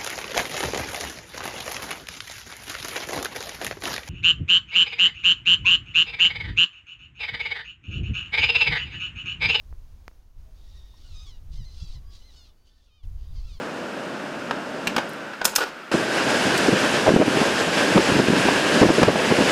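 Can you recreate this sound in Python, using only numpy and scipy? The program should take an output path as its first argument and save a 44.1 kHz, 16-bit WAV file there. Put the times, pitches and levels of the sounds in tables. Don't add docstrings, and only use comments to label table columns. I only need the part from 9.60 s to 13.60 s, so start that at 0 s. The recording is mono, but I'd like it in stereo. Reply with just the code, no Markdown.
import sys
import numpy as np
from scipy import signal
from scipy.fft import rfft, irfft, next_fast_len
from scipy.io import wavfile
from scipy.ndimage import uniform_filter1d

SR = 44100
rng = np.random.default_rng(int(sys.argv[2]) if len(sys.argv) > 2 else 0)


def unload_wav(signal):
    wavfile.write(
        sys.argv[1],
        SR,
        np.round(np.clip(np.atleast_2d(signal).T, -1, 1) * 32767).astype(np.int16),
    )


N = 176400
T = np.arange(N) / SR
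CUTOFF_HZ = 15800


def from_db(db):
    return 10 ** (np.asarray(db) / 20)


def unit_power(x):
    return x / np.sqrt(np.mean(x ** 2) + 1e-20)


def even_out(x, samples):
    return x / np.sqrt(np.abs(uniform_filter1d(x ** 2, samples, axis=-1)) + 1e-12)


def in_time(rows, t=T):
    times, *columns = np.transpose(rows)
    return [np.interp(t, times, column) for column in columns]


def at_hz(rows, hz):
    frequencies, values = np.transpose(rows)
    return np.interp(np.log(hz + 1e-6), np.log(frequencies), values)


def colour(x, spectrum, lag_s=0):
    n = x.shape[-1]
    half = next_fast_len(n)
    hz = np.arange(half + 1) * SR / (2 * half)
    delay = np.exp(-2j * np.pi * hz * lag_s)
    return irfft(rfft(x, 2 * half) * from_db(at_hz(spectrum, hz)) * delay)[..., :n]


def drift(rate_hz, size=N):
    r = np.exp(-2 * np.pi * rate_hz / SR)
    noise = rng.standard_normal(size + SR // 10)
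    return unit_power(signal.lfilter([1], [1, -2 * r, r * r], noise)[-size:])


def arch(start, length):
    return np.abs(np.sin(np.pi * np.clip((T - start) / length, 0, 1)))


# time in seconds, level in dB.
HISS_LEVELS = [(.12, -62.5), (.5, -63), (.74, -69), (.8, -63), (2.4, -62), (2.8, -63.5), (3.05, -69),
               (3.32, -73), (3.422, -74), (3.436, -63), (4, -61.5)]
# frequency in Hz, boost or cut in dB.
HISS_COLOUR = [(60, -7), (200, -1), (400, -5.5), (800, -8), (1200, -10.5), (1700, -14.5), (3000, -15.5),
               (6600, -16.5), (7500, -23.5), (11000, -22), (15500, -22)]
# frequency in Hz, likeness (1 means the same).
HISS_ALIKE = [(200, 1), (900, 0.32), (2000, 0.016)]


def hiss():
    alike = np.clip(at_hz(HISS_ALIKE, np.arange(N // 2 + 1) * SR / N), -1, 1)
    shared, opposed = rfft(rng.standard_normal((2, N)))
    air = irfft(np.sqrt(1 + alike) * shared + np.sqrt(1 - alike) * opposed * [[1], [-1]])
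    return unit_power(colour(air, HISS_COLOUR)) * from_db(in_time(HISS_LEVELS)[0])


# start in seconds, length in seconds, pitch
# in Hz, level in dB.
FAINT_NOTES = [(0.846, 0.089, 645, -65), (1.339, 0.0068, 997, -56), (2.414, 0.17, 1133, -69)]


def far_notes():
    out = 0
    for start, length, hz, db in FAINT_NOTES:
        swell = np.sqrt(arch(start, length))
        out = out + from_db(db) * swell * np.sin(2 * np.pi * hz * T)
    return out


# time in seconds, relative level in dB.
WIND_LEVELS = [(0, -54), (.11, -40.5), (.2, -45), (.45, -50.5), (.72, -56.5), (.78, -43.5), (.9, -50),
               (1.17, -44), (1.35, -54), (1.55, -41), (1.8, -45), (1.93, -36.5), (2.03, -37), (2.1, -47.5),
               (2.23, -38.5), (2.4, -42), (2.7, -52), (3.1, -62.5), (3.415, -61.5), (3.45, -34.5),
               (3.65, -39.5), (3.79, -33.5), (3.93, -42)]
# time in seconds, dB by which the left is louder.
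WIND_LEAN = [(0.0, 7), (0.09, -1), (0.68, -3), (0.76, -11), (1.01, 2.5), (2.35, 11), (4.0, -8.5)]
# peak time in seconds, half-length in seconds, relative level in dB.
HARD_GUSTS = [(1.947, 0.0083, -48), (2.007, 0.0073, -34.5), (2.235, 0.0086, -41), (2.372, 0.023, -51)]
# frequency in Hz, boost or cut in dB.
RUMBLE_COLOUR = [(12, -3), (25, 2), (45, -2), (75, -6.5), (100, -16.5), (150, -25.5), (250, -49),
                 (600, -72)]
BUFFET_COLOUR = [(60, -4), (110, 2), (160, 2), (205, -27.5), (280, -55), (600, -57), (2000, -86)]


def wind():
    rumble_db, buffet_db = 7, 9
    sides = from_db(in_time(WIND_LEAN)[0] * np.array([[.5], [-.5]]))
    sides = sides / np.sqrt(np.mean(sides ** 2, axis=0))
    rumble = even_out(colour(rng.standard_normal((2, N)), RUMBLE_COLOUR), samples=5000)
    rumble *= from_db(rumble_db + in_time(WIND_LEVELS)[0])
    buffet = even_out(colour(rng.standard_normal((2, N)), BUFFET_COLOUR), samples=900)
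    buffet *= sum(from_db(buffet_db + db) * np.exp(-.5 * ((T - peak) / width) ** 2)
                  for peak, width, db in HARD_GUSTS)
    return sides * (rumble + buffet)


# start in seconds, relative level in dB,
# dB by which the left is louder, frequency in Hz above which the knock is dulled.
KNOCKS = [(0.127, -22, 2, 1180), (.4802, -7.5, -31, 9200), (0.5138, -27, -23, 1300)]
# frequency in Hz, relative level in dB, seconds to fade by 60 dB.
CASE_TONES = [(550, -37, 0.0014), (1270, -10, 0.0021), (2040, -16, 0.0034), (4850, -15.5, 0.0011),
              (14100, -16.5, 0.0019)]


def ticks():
    out = np.zeros((2, N))
    for start, db, left_db, dull_hz in KNOCKS:
        age = np.maximum(T - start, 0)
        ring = 0
        for hz, tone_db, fade_s in CASE_TONES:
            fade_db = np.minimum(60 * age / fade_s, 200)
            ring = ring + from_db(tone_db - fade_db) * np.sin(2 * np.pi * hz * age)
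        ring = signal.sosfilt(signal.butter(2, dull_hz, fs=SR, output="sos"), ring)
        out += ring * from_db(db + np.minimum([[left_db], [-left_db]], 0))
    return out


# frequency in Hz, boost or cut in dB.
LEFT_COLOUR = [(1300, 0), (2000, -8), (2700, -3), (3400, -8), (4000, -3.5), (4700, -8), (5300, 0),
               (6300, -21), (7400, -1.5), (12000, 2)]


def outdoors(x):
    echo_db, fade_s = -16, 0.058
    scatter = rng.standard_normal((2, SR // 2)) * from_db(-60 * T[:SR // 2] / fade_s)
    echoes = [signal.fftconvolve(x, side / np.linalg.norm(side))[:N] for side in scatter]
    left = colour(x, LEFT_COLOUR, lag_s=0.00013)
    return np.array([left, x]) + from_db(echo_db) * np.array(echoes)


# start in seconds, length in seconds, top pitch in Hz, level in dB.
WHISTLE_NOTES = [(2.438, 0.16, 1636, -64), (2.947, 0.27, 1523, -72.5), (3.54, 0.3, 1604, -69.5)]
WHISTLE_TONES_DB = [-8, 1, 7]


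def whistles():
    out = 0
    waver = 1 + .007 * drift(rate_hz=34.25)
    for start, length, hz, level_db in WHISTLE_NOTES:
        rise = arch(start, length)
        pitch = hz * waver * (1 + .025 * (rise - 1))
        phase = 2 * np.pi * np.cumsum(pitch) / SR
        tone = sum(from_db(level_db + db) * np.sin(k * phase) for k, db in enumerate(WHISTLE_TONES_DB, 1))
        out = out + np.sqrt(rise) * tone
    return out


# time in seconds, frequency in Hz.
BEAK_RING = [(1.56, 3670), (1.965, 3830), (1.99, 5500), (2.055, 4150), (2.7, 3800), (2.78, 4400),
             (3.08, 2940), (3.17, 4230), (3.32, 3040), (3.62, 2750), (3.77, 4650), (3.9, 3850),
             (3.95, 4230)]


def beak(x, t):
    width_hz, ring_db, block = 500, 1, 128
    centre_hz = in_time(BEAK_RING, t)[0]
    ring, state = np.zeros(len(x)), np.zeros(2)
    r = np.exp(-np.pi * width_hz / SR)
    feed = (1 - r * r) / 2 * np.array([1, 0, -1])
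    for i in range(0, len(x), block):
        feedback = [1, -2 * r * np.cos(2 * np.pi * centre_hz[i] / SR), r * r]
        ring[i:i + block], state = signal.lfilter(feed, feedback, x[i:i + block], zi=state)
    return x + from_db(ring_db) * ring


# frequency in Hz, boost or cut in dB.
THROAT_COLOUR = [(600, -56), (950, -17.5), (1600, -17.5), (2000, -13.5), (2500, -9.5), (3000, -3),
                 (3400, -0.5), (3900, -0.5), (4300, -1), (4650, 1.5), (5300, -7.5), (6400, -9.5),
                 (7000, -14), (7600, -27), (8700, -26.5), (10500, -31.5), (14000, -45)]
HALF_TONE_COLOUR = [(1900, -16), (2900, -3.5), (5500, -0.5)]
RASP_COLOUR = [(2300, -6), (3700, -2.5), (7000, -2.5), (10000, 4)]
# time in seconds, pitch in Hz, relative level in dB,
# roughness (0 is clear, 1 or more is all rasp), boost or cut of the half tones in dB.
SCREAMS = [
    [(.94, 1814, -75, 1.2, -12), (.98, 1859, -64.5, 0.9, -28), (1.1, 1900, -61.5, 0.9, -22),
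     (1.18, 1858, -55.5, 0.74, -28.5), (1.24, 1851, -61, 0.72, -18), (1.37, 1855, -60.5, 0.78, -27),
     (1.41, 1841, -60, 1.23, -14.5), (1.46, 1440, -57.5, 0.84, -19), (1.53, 1332, -54.5, 0.68, -24),
     (1.565, 1244, -49.5, 0.49, -14), (1.605, 1228, -48, 0.39, -12), (1.645, 1266, -53, 0.63, -23.5),
     (1.675, 1137, -50, 0.53, -18), (1.72, 1004, -56, 0.34, -13), (1.77, 944, -60, 0.5, -18),
     (1.795, 920, -73, 0.5, -15)],
    [(1.911, 1962, -78, 1.1, -9), (1.921, 1948, -56, 1.2, 0), (1.972, 2100, -54.5, 0.9, -13),
     (1.985, 2095, -57.5, 0.42, 1), (2.035, 1868, -55, 0.3, -6), (2.047, 1908, -54.5, 0.84, -14),
     (2.058, 2085, -51.5, 0.33, -13), (2.12, 2048, -54.5, 0.85, -4.5), (2.16, 2000, -55.5, 1, -6),
     (2.18, 1423, -53, 0.92, 3), (2.22, 1365, -48.5, 0.56, 4), (2.255, 1305, -52.5, 0.36, 5),
     (2.325, 1298, -52, 0.92, -6), (2.355, 1020, -52, 0.54, -7), (2.385, 978, -61, 0.4, -16),
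     (2.405, 940, -69, 0.4, -16)],
    [(2.505, 1829, -64, 1.2, 3), (2.525, 1783, -56, 0.86, 3), (2.555, 1882, -50.5, 1, -2),
     (2.595, 1970, -59.5, 0.91, -1), (2.675, 2074, -56, 0.36, -10), (2.725, 1850, -57, 0.84, -10),
     (2.75, 1520, -57.5, 0.93, 2), (2.782, 1490, -52.5, 0.33, 6.5), (2.825, 1406, -56.5, 0.08, 7),
     (2.85, 1378, -55.5, 0.8, -1), (2.9, 1203, -63.5, 0.64, 2), (2.935, 1130, -78, 0.7, -1)],
    [(3.045, 1846, -77, 0.6, -10), (3.07, 1830, -63.5, 1.23, 0), (3.13, 1790, -69.5, 0.77, -10),
     (3.155, 1830, -71, 0.83, 0), (3.175, 1800, -67.5, 0.83, 1), (3.22, 1780, -70, 0.84, -7),
     (3.26, 1469, -67.5, 1.1, -10), (3.28, 1400, -70, 0.76, -6), (3.31, 1238, -67, 0.2, -3),
     (3.36, 1245, -64.5, 0.08, 1), (3.4, 1182, -67.5, 0.17, -7), (3.428, 1103, -73, 0.23, -4),
     (3.436, 1030, -61.5, 0.1, -14), (3.452, 855, -68, 0.4, -16), (3.47, 756, -86.5, 0.24, -20)],
    [(3.585, 1933, -71, 0.8, 0), (3.615, 1907, -65.5, 1, -11), (3.72, 1835, -65, 0.63, -13),
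     (3.742, 1389, -65, 0.9, -8), (3.765, 1061, -55, 0.1, -1), (3.8, 1017, -56, 0.5, 4),
     (3.825, 1221, -61, 1.02, -8), (3.865, 1391, -57.5, 0.52, -1), (3.9, 1259, -54, 0.6, -9),
     (3.945, 1159, -53.5, 0.35, -4), (3.98, 1048, -58, 0.5, -19), (4.0, 1046, -79, 0.5, -11)],
]


def scream(rows):
    full_voice_db, dull_above_hz = -51.5, 3400
    flicker_db, flutter_db, rasp_db = 5, 1.5, -2
    t = T[(T >= rows[0][0]) & (T <= rows[-1][0])]
    n = len(t)
    pitch, level_db, rough, half_db = in_time(rows, t)
    rough = np.clip(rough, 0, 1)
    pitch = pitch * (1 + .012 * np.sqrt(rough) * drift(34.25, n))
    jitter = 0.58 * rough * drift(99, n)
    phase = 2 * np.pi * np.cumsum(pitch) / SR + jitter
    db_per_octave = 0.93 * np.minimum(level_db - full_voice_db, 0)
    tone = 0
    for k in np.arange(1, 21) / 2:
        hz = k * pitch
        db = at_hz(THROAT_COLOUR, hz)
        if k % 1:
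            db += half_db + at_hz(HALF_TONE_COLOUR, hz)
        db += flicker_db * rough * drift(23, n)
        db += db_per_octave * np.log2(np.maximum(hz / dull_above_hz, 1))
        tone = tone + from_db(db) * (hz < CUTOFF_HZ) * np.sin(k * phase + rng.uniform(0, 2 * np.pi))
    puffs = rng.standard_normal(n) * (1 + np.cos(phase))
    rasp = unit_power(colour(colour(puffs, THROAT_COLOUR), RASP_COLOUR))
    clear = np.sqrt(1 - rough ** 2) * even_out(tone, samples=400)
    voice = beak(clear + from_db(rasp_db) * rough ** 0.92 * rasp, t)
    flutter = from_db(flutter_db * rough * drift(110, n))
    voice = even_out(voice * flutter, samples=1300) * from_db(level_db + 7)
    return np.interp(T, t, voice, left=0, right=0)


def scene():
    screams = sum(scream(rows) for rows in SCREAMS)
    return outdoors(screams + whistles() + far_notes()) + wind() + hiss() + ticks()


def record(dry):
    return signal.sosfilt(signal.ellip(12, .1, 80, CUTOFF_HZ, fs=SR, output="sos"), dry)


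dry = scene()
out = record(dry)
unload_wav(out)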